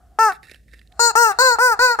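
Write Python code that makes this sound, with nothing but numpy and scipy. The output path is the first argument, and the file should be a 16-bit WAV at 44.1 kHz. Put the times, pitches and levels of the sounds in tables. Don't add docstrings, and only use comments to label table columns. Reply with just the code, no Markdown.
import sys
import numpy as np
from scipy import signal
from scipy.fft import rfft, irfft, next_fast_len
from scipy.io import wavfile
from scipy.ndimage import uniform_filter1d, minimum_filter1d

SR = 44100
rng = np.random.default_rng(int(sys.argv[2]) if len(sys.argv) > 2 else 0)


def volts_from_decibels(level):
    exponent = np.asarray(level, float) / 20
    return 10 ** exponent


def pcm_store(signal):
    levels = np.round(np.clip(np.atleast_2d(signal), -1, 1) * 32767)
    wavfile.write(sys.argv[1], SR, levels.astype(np.int16).T)


N = 88200

# time_s, pitch_hz, level_db
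SQUEEZES = [
    [(0.187, 432.9, -12.5), (0.195, 443, -12), (0.217, 452.2, -11), (0.25, 439.7, -12), (0.281, 422, -14.5),
     (0.292, 393, -17), (0.305, 376.6, -21), (0.316, 367.4, -27.5)],
    [(0.993, 452.7, -20), (1.001, 469.8, -16.5), (1.051, 473, -15.5), (1.085, 464.5, -18),
     (1.101, 450, -20.5), (1.112, 406, -25)],
    [(1.153, 431.8, -20), (1.157, 438, -13.5), (1.177, 465.8, -12.5), (1.203, 477, -14),
     (1.229, 469.7, -12), (1.289, 423.6, -18), (1.297, 404, -19.5), (1.313, 394, -20)],
    [(1.387, 473.2, -4.5), (1.429, 527.3, -15.5), (1.465, 515.5, -14), (1.495, 496, -15),
     (1.527, 469, -16.5), (1.548, 467.3, -20), (1.56, 419, -28)],
    [(1.585, 432.3, -18.5), (1.597, 459, -15.5), (1.615, 494.3, -14), (1.637, 506.4, -13.5),
     (1.667, 502, -13.5), (1.713, 457, -17), (1.723, 446, -14.5), (1.74, 411.6, -21)],
    [(1.791, 468.8, -15.5), (1.825, 506.8, -13.5), (1.845, 509.3, -12.5), (1.88, 492, -16),
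     (1.913, 476.5, -16), (1.945, 461.3, -22), (1.957, 419, -29)],
]
# time_s, pitch_hz, level_db
LAST_SQUEEZE = [
    (1.988, 418.2, -15.5),
    (1.994, 447, -16.5),
    (2.01, 471, -16),
]
# lowest_mode_db, mouth_db, top_db, left_over_right_db plus 9 (the left side
# is louder by this value less 9 dB)
AIM = [(-22.5, -2, 3, 10), (10.5, 8, 4.5, 10), (14, 6.5, 12, 12.5), (1, 5, 4, 11), (4, 2, 8, 10.5),
       (-2.5, -1.5, -1.5, 10), (-19, -8.5, -4, 10)]
# pitch_hz, width_hz, level_db, right_db, change_inward_db
NECK_MODES = [(528, 39.6, -7, -11, 1.5), (833, 320, 3.5, -1, 8), (1350, 135.5, -0.5, -2, 6.5),
              (1890, 29, -21, 5, -12.5), (2533, 175, -27.5, 9, -7.5), (2690, 67, -25.5, 5.5, 13)]
MIDDLE_NECK_MODE = (1218.5, 249, 0.5, -1, 6.5)
MOUTH_MODES = [(4223, 252, -6.5, -6.5, -8.5), (5004, 330, -12, -7, 3), (6030, 750, -18.5, -11, 9),
               (7010, 204, -7, -16, -5.5), (8025, 576, -14.5, -3, 4.5)]
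TOP_MODES = [(10410, 400, -22.5, -11, 1), (11500, 180, -30.5, -6.5, 0.97), (12860, 390, -23.5, -10, 0.99),
             (14440, 390, -29, -10.5, 0.98), (15120, 670, -21, -9, 0.98)]
# second_db, third_db, middle_db, three upper modes (db)
GRIP_DB = [(1.5, 0, 4, -1.5, -8.5, 2), (3, 0, 2, -18, 3.5, 15.5), (2.5, 0, 6, -7, -9, 10),
           (3, 0.0064, 3, -2, 1, -12), (2, 0, 5.5, -15, 14.5, -4.5), (1, 0.0074, 3, 9, 5, -6),
           (-3, 0, -0.5, 0, -8, -3.5)]
MOUTH_TURN_DB = [(-1.5, 2.5, 1.2, 3, 1), (2, -0.5, -0.95, 5, 2.1), (2.5, -2.5, -0.63, 4.5, 0.48),
                 (5.5, 1, 2.2, 2.5, 0.62), (2, 3, -3.6, 1.5, 2), (3.5, 5, 0.13, -1.5, 0.55),
                 (-2, -4, 1.3, 2, 1)]
TOP_TURN_DB = [(2.5, 0.94, -1.5, -2, 2), (-1.5, 0.92, 2, -0.83, 2.2), (0, 0.93, -1, -1.5, 2.7),
               (-2, 0.83, 4.5, 1, 5), (3, 1, 1.5, -2, 1.6), (-4, 1, 2, 1, 2), (3, 0.84, -1.5, 1, 1.3)]
MOUTH_PAN_DB = [1, 1, -1, 1, -1, 1, 1]
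RIGHT_LAG_S = [0.000034, .00016, 0.00017, 0.00018, 0.00015, 0.00014, .00014]
OPEN_S = [0.0028, 0.0014, 0.00092, 0.00078, .002, 0.00089, .001]
# from_hz, to_hz, left_over_outward_db, left_over_inward_db
THIN_BANDS = [(2900, 3940, -43, -4.5), (11680, 12700, -12, -25.5), (9400, 9900, -25, -6.5)]
# time_s, level_db
AIR = [(0, -58.5), (.1, -64.5), (.18, -61), (.6, -98.5), (.88, -84.5), (.93, -59), (.97, -56), (.99, -47.5),
       (1.0, -49), (2, -45.5)]
# start_s, level_db, pitch_hz
CREAKS = [(0.3206, -24.5, 1580), (0.4305, -36, 2120), (0.471, -40, 1660), (0.496, -33, 2080),
          (0.5156, -28.5, 2070), (0.5444, -32, 2500), (0.557, -40.5, 1690), (0.6812, -47.5, 1894),
          (0.6888, -52, 1760), (0.7156, -71, 1950), (0.7317, -41.5, 1670), (0.7356, -35.5, 1930),
          (0.7412, -40, 1830), (0.7694, -67, 1760), (0.7921, -42, 3500), (0.8142, -42.5, 1950),
          (0.92, -46.5, 2133)]
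# time_s, level_db
RUBBING = [(0, -98), (.26, -72), (.3, -48), (.345, -46.5), (.39, -71), (.42, -82), (.43, -44), (.54, -55.5),
           (.6, -68), (.67, -79), (.685, -68), (.74, -53), (.84, -66.5), (.9, -78), (1.27, -61),
           (1.32, -39), (1.38, -57.5), (2, -54.5)]
# pitch_hz, width_hz, level_db
SKIN_MODES = [(320.4, 350, -11), (1810, 180, 1), (2700, 60, -3), (3750, 370, -11), (5440, 170, -14),
              (7500, 4300, -22.5), (11900, 7000, -28.5)]
# start_s, level_db, pitch_hz
SNAPS = [(0.3229, -33, 4000), (0.335, -44, 12500), (0.513, -31.5, 3800), (0.545, -39, 2580),
         (0.690, -56, 3670), (0.715, -53, 3750), (0.777, -55, 4600), (0.793, -46.5, 3620),
         (0.874, -48, 3660), (0.9236, -45, 3700), (1.325, -41, 8900), (1.376, -46, 4000)]
# pitch_hz, level_db
HISS = [(47, -34.5), (80, -10), (155, -12.5), (621, -28), (965, -51.5), (1050, -50.5), (2490, -42),
        (9000, -42), (15500, -48)]

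HISS_DB = -60.5
HUM_HZ, HUM_WIDTH_HZ, HUM_DB = 55.5, 11.1, -53
ROOM_T60_S, ROOM_DB, WALL_CUT_HZ = 0.29, -24, 4300
NEAR_ECHO_DB, NEAR_ECHO_LOW_HZ = -11, 2500
SNAP_T60_S, SNAP_WIDTH_SHARE = 0.012, 0.27
CREAK_T60_S, CREAK_DB = 0.022, -10.5
GRAINS_PER_S, SKIN_LOW_HZ, RUBBER_PAN_DB = 1900, 1400, -7
SAG_HZ_PER_S, SAG_INWARD_HZ_PER_S = 3000, 1225
CLOSE_S, CLOSE_INWARD_S = 0.003, 0.009
JITTER = 0.00008
LEAK_DB, NECK_LEAK_DB, TOP_LEAK_DB = -27, -15, -9
SLACK_LEAK = 1.2
AIR_DUCK_DB = -6.5
NECK_CUT_HZ = 1704
MOUTH_LAG_S = 0.00018
BRIGHT_FOLLOWS = 0.66
HIGHS_DB_PER_HZ = 0.01
POP_DB = -16.5
CUTOFF_HZ, LIMIT, LIMIT_S = 15750, 0.95, 0.004


def drift(rate):
    r = np.exp(-2 * np.pi * rate / SR)
    slow = signal.lfilter([1], [1, -2 * r, r * r], rng.standard_normal(N + SR))[SR:]
    return slow / slow.std()


def peak(x, hz, width):
    r = np.exp(-np.pi * width / SR)
    feedback = [1, -2 * r * np.cos(2 * np.pi * hz / SR), r * r]
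    return signal.lfilter([(1 - r * r) / 2, 0, (r * r - 1) / 2], feedback, x + 1e-18)


def curve(rows):
    s, db = np.transpose(rows)
    return volts_from_decibels(np.interp(np.arange(N) / SR, s, db))


def pan(left_over_right_db):
    return volts_from_decibels(np.array([[1], [-1]]) * left_over_right_db / 2)


def floor():
    hz, db = np.transpose(HISS)
    f = np.arange(N // 2 + 1) * SR / N + 1
    white = rng.standard_normal((3, N))
    color = volts_from_decibels(np.interp(np.log(f), np.log(hz), db))
    hiss = irfft(rfft(white[0] + 0.58 * white[1:]) * color, N)
    hum = peak(white[1] + 0.14 * rng.standard_normal((2, N)), HUM_HZ, HUM_WIDTH_HZ)
    hum = peak(hum, HUM_HZ, 3.3 * HUM_WIDTH_HZ)
    return volts_from_decibels(HISS_DB) * hiss / hiss.std() + volts_from_decibels(HUM_DB) * hum / hum.std()


def room(x):
    size = next_fast_len(N + SR)
    f = np.arange(size // 2 + 1) * SR / size
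    lags = rng.uniform(0.011, 0.057, (2, 10))
    t60 = ROOM_T60_S / np.sqrt(1 + (f / WALL_CUT_HZ) ** 2)
    out = np.zeros((2, len(f)), complex)
    for k in range(10):
        lag = lags[:, k:k + 1]
        loop = volts_from_decibels(-60 * lag / t60) * np.exp(-2j * np.pi * f * lag)
        out += (-1) ** k * loop / (1 - loop)
    return irfft(out * rfft(x, size), size)[:, :N]


def near_echoes(x):
    high = signal.butter(2, NEAR_ECHO_LOW_HZ, "high", fs=SR, output="sos")
    bright = signal.sosfilt(high, x)
    lags = (rng.uniform(0.03, 1, (2, 6)) * 0.012 * SR).astype(int)
    out = x.copy()
    for side in range(2):
        for k, lag in enumerate(lags[side]):
            gain = (-1) ** k * volts_from_decibels(NEAR_ECHO_DB - 400 * lag / SR)
            out[side, lag:] += gain * bright[side, :N - lag]
    return out


def fading_noise(start, t60, noise):
    t = np.arange(N) / SR
    return (t > start) * volts_from_decibels(-60 * np.maximum(t - start, 0) / t60) * noise


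def snaps():
    out, noise = np.zeros(N), rng.standard_normal(N)
    for s, db, hz in SNAPS:
        burst = volts_from_decibels(db) * fading_noise(s, SNAP_T60_S, noise)
        out += 2 * peak(burst, hz, SNAP_WIDTH_SHARE * hz)
    return out * pan(RUBBER_PAN_DB)


def rubbing_grains():
    hits = rng.random(N) < GRAINS_PER_S / SR
    sizes = volts_from_decibels(3.0 * np.minimum(rng.exponential(1, N), 4))
    grains = hits * sizes * rng.choice([-1, 1], N)
    return grains / grains.std() * curve(RUBBING) * volts_from_decibels(3.0 * np.clip(drift(40), -2, 2))


def rubber():
    grains = rubbing_grains()
    out, slips, noise = np.zeros(N), np.zeros(N), rng.standard_normal(N)
    for s, db, hz in CREAKS:
        burst = volts_from_decibels(db + CREAK_DB) * fading_noise(s, CREAK_T60_S, noise)
        burst[int(s * SR) + 1] += volts_from_decibels(db + CREAK_DB + 2)
        slips += burst
        out += 7.6 * peak(burst, hz, 370)
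    for k, (hz, width, db) in enumerate(SKIN_MODES[1:]):
        out += 4.75 * (-1) ** k * volts_from_decibels(db) * peak(grains + slips, hz, width)
    out = signal.sosfilt(signal.butter(4, SKIN_LOW_HZ, "high", fs=SR, output="sos"), out)
    hz, width, db = SKIN_MODES[0]
    out += 11.8 * volts_from_decibels(db) * peak(peak(slips + 0.21 * grains, hz, width), hz, width)
    return out * pan(RUBBER_PAN_DB)


def tube(x, modes, inward=0, alternate=True, turn_db=np.zeros(9)):
    out = 0
    for k, (hz, width, db, right_db, in_db) in enumerate(modes):
        ring = peak(peak(x, hz, 1.97 * width), hz, 1.97 * width)
        gain = (-1) ** (k * alternate) * volts_from_decibels(db + inward * in_db + turn_db[k])
        out = out + gain * ring * volts_from_decibels(np.array([[0], [right_db]]))
    return out


def late_right(x, lag):
    size = next_fast_len(x.shape[1] + 4000)
    shift = np.exp(-2j * np.pi * np.arange(size // 2 + 1) * SR / size * lag)
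    return np.array([x[0], irfft(rfft(x[1], size) * shift, size)[:x.shape[1]]])


def thin_out(x, inward):
    for low_hz, high_hz, out_db, in_db in THIN_BANDS:
        left = np.clip(volts_from_decibels(in_db if inward else out_db), 0, 1)
        stop = signal.butter(1, [low_hz, high_hz], "bandstop", fs=SR, output="sos")
        x = left * x + (1 - left) * signal.sosfilt(stop, x)
    return x


def reed(pitch):
    turn = 2 * np.pi * np.cumsum(pitch) / SR
    orders = np.arange(1, 45)[:, None]
    pulses = (np.cos(orders * turn) * (orders * pitch < 16500)).sum(axis=0)
    return pulses, turn


def free_air(leak, speaking):
    air = tube(rng.standard_normal(N), [(718, 49, 6, 1.0, 0), (1270, 280, -7.5, -2.8, 0)])
    air += (np.arange(N) / SR > 0.5) * volts_from_decibels(-10.5) * tube(leak, MOUTH_MODES)
    return curve(AIR) * volts_from_decibels(AIR_DUCK_DB * speaking) * air / air.std()


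def squeaks():
    t, out, speaking = np.arange(N) / SR, np.zeros((2, N)), np.zeros(N)
    wobble, noise = 1 + JITTER * drift(86), rng.standard_normal(N)
    neck_low = NECK_MODES[:3] + [MIDDLE_NECK_MODE]
    neck_cut = signal.butter(6, NECK_CUT_HZ, fs=SR, output="sos")
    for n, (rows, aim) in enumerate(zip(SQUEEZES + [LAST_SQUEEZE], AIM)):
        low_db, mouth_db, top_db, pan_db = aim
        inward = 1 - n % 2
        s, hz, db = np.transpose(rows)
        a, b = int((s[0] - 0.05) * SR), min(N, int((s[-1] + 0.11) * SR))
        u = t[a:b]
        after_end = np.maximum(u - s[-1], 0)

        sag = (SAG_INWARD_HZ_PER_S if inward else SAG_HZ_PER_S) * after_end
        pitch = uniform_filter1d(np.interp(u, s, hz) - sag, size=350) * wobble[a:b]
        pulses, turn = reed(pitch)
        fade = np.exp(-after_end / (CLOSE_INWARD_S if inward else CLOSE_S))
        gate = np.clip((u - s[0]) / OPEN_S[n], 0, 1) * fade
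        speaking[a:b] = np.maximum(speaking[a:b], gate)
        level_db = uniform_filter1d(np.interp(u, s, db), size=200)

        slack_db = SLACK_LEAK * (db.max() - level_db) * (u > s[db.argmax()])
        leak = volts_from_decibels(LEAK_DB + slack_db) * noise[a:b] * (1 + np.cos(turn))

        into_neck = pulses + volts_from_decibels(NECK_LEAK_DB) * leak
        grip_db = (low_db, *GRIP_DB[n])
        body = tube(into_neck, neck_low, inward, alternate=False, turn_db=grip_db)
        body = signal.sosfilt(neck_cut, body)
        highs = volts_from_decibels(HIGHS_DB_PER_HZ * (hz.max() - pitch) * (u > s[hz.argmax()]))
        body += highs * tube(into_neck, NECK_MODES[3:], inward, turn_db=grip_db[4:])
        middle = late_right(body, RIGHT_LAG_S[n]).mean(axis=0)
        even = 1 / np.sqrt(uniform_filter1d(middle ** 2, size=600) + 1e-6)

        mouth = volts_from_decibels(mouth_db) * tube(pulses + leak, MOUTH_MODES, inward, turn_db=MOUTH_TURN_DB[n])
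        into_top = pulses + volts_from_decibels(TOP_LEAK_DB) * leak
        top = volts_from_decibels(top_db) * tube(into_top, TOP_MODES, inward, turn_db=TOP_TURN_DB[n])
        bright = volts_from_decibels(BRIGHT_FOLLOWS * (level_db - db.max())) * gate * highs
        front = late_right(mouth + top, MOUTH_LAG_S) * volts_from_decibels([[0], [-MOUTH_PAN_DB[n]]])
        voice = thin_out(body + bright * front, inward) * even * gate * volts_from_decibels(level_db)

        pop = np.zeros(b - a)
        pop[int(0.051 * SR)] = 10 * volts_from_decibels(POP_DB + db.max() + 24)
        voice = voice + tube(pop, NECK_MODES[:3], alternate=False)
        direction = 1 if inward else -1
        out[:, a:b] += direction * late_right(voice, RIGHT_LAG_S[n]) * pan(pan_db - 9.0)
    return near_echoes(out + free_air(noise, speaking))


def scene():
    toy = squeaks() + rubber() + snaps()
    return toy + volts_from_decibels(ROOM_DB) * room(toy[0]) + floor()


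def roll_off(x):
    return signal.sosfilt(signal.butter(12, 16810, fs=SR, output="sos"), x)


def record(dry):
    cut = signal.sosfilt(signal.cheby2(10, 40, CUTOFF_HZ * 1.03, fs=SR, output="sos"), dry)
    span = int(LIMIT_S * SR)
    gain = np.minimum(1, LIMIT / (np.abs(cut).max(axis=0) + 1e-9))
    gain = uniform_filter1d(minimum_filter1d(gain, size=2 * span), size=span)
    return roll_off(cut * gain)


dry = scene()
out = record(dry)
pcm_store(out)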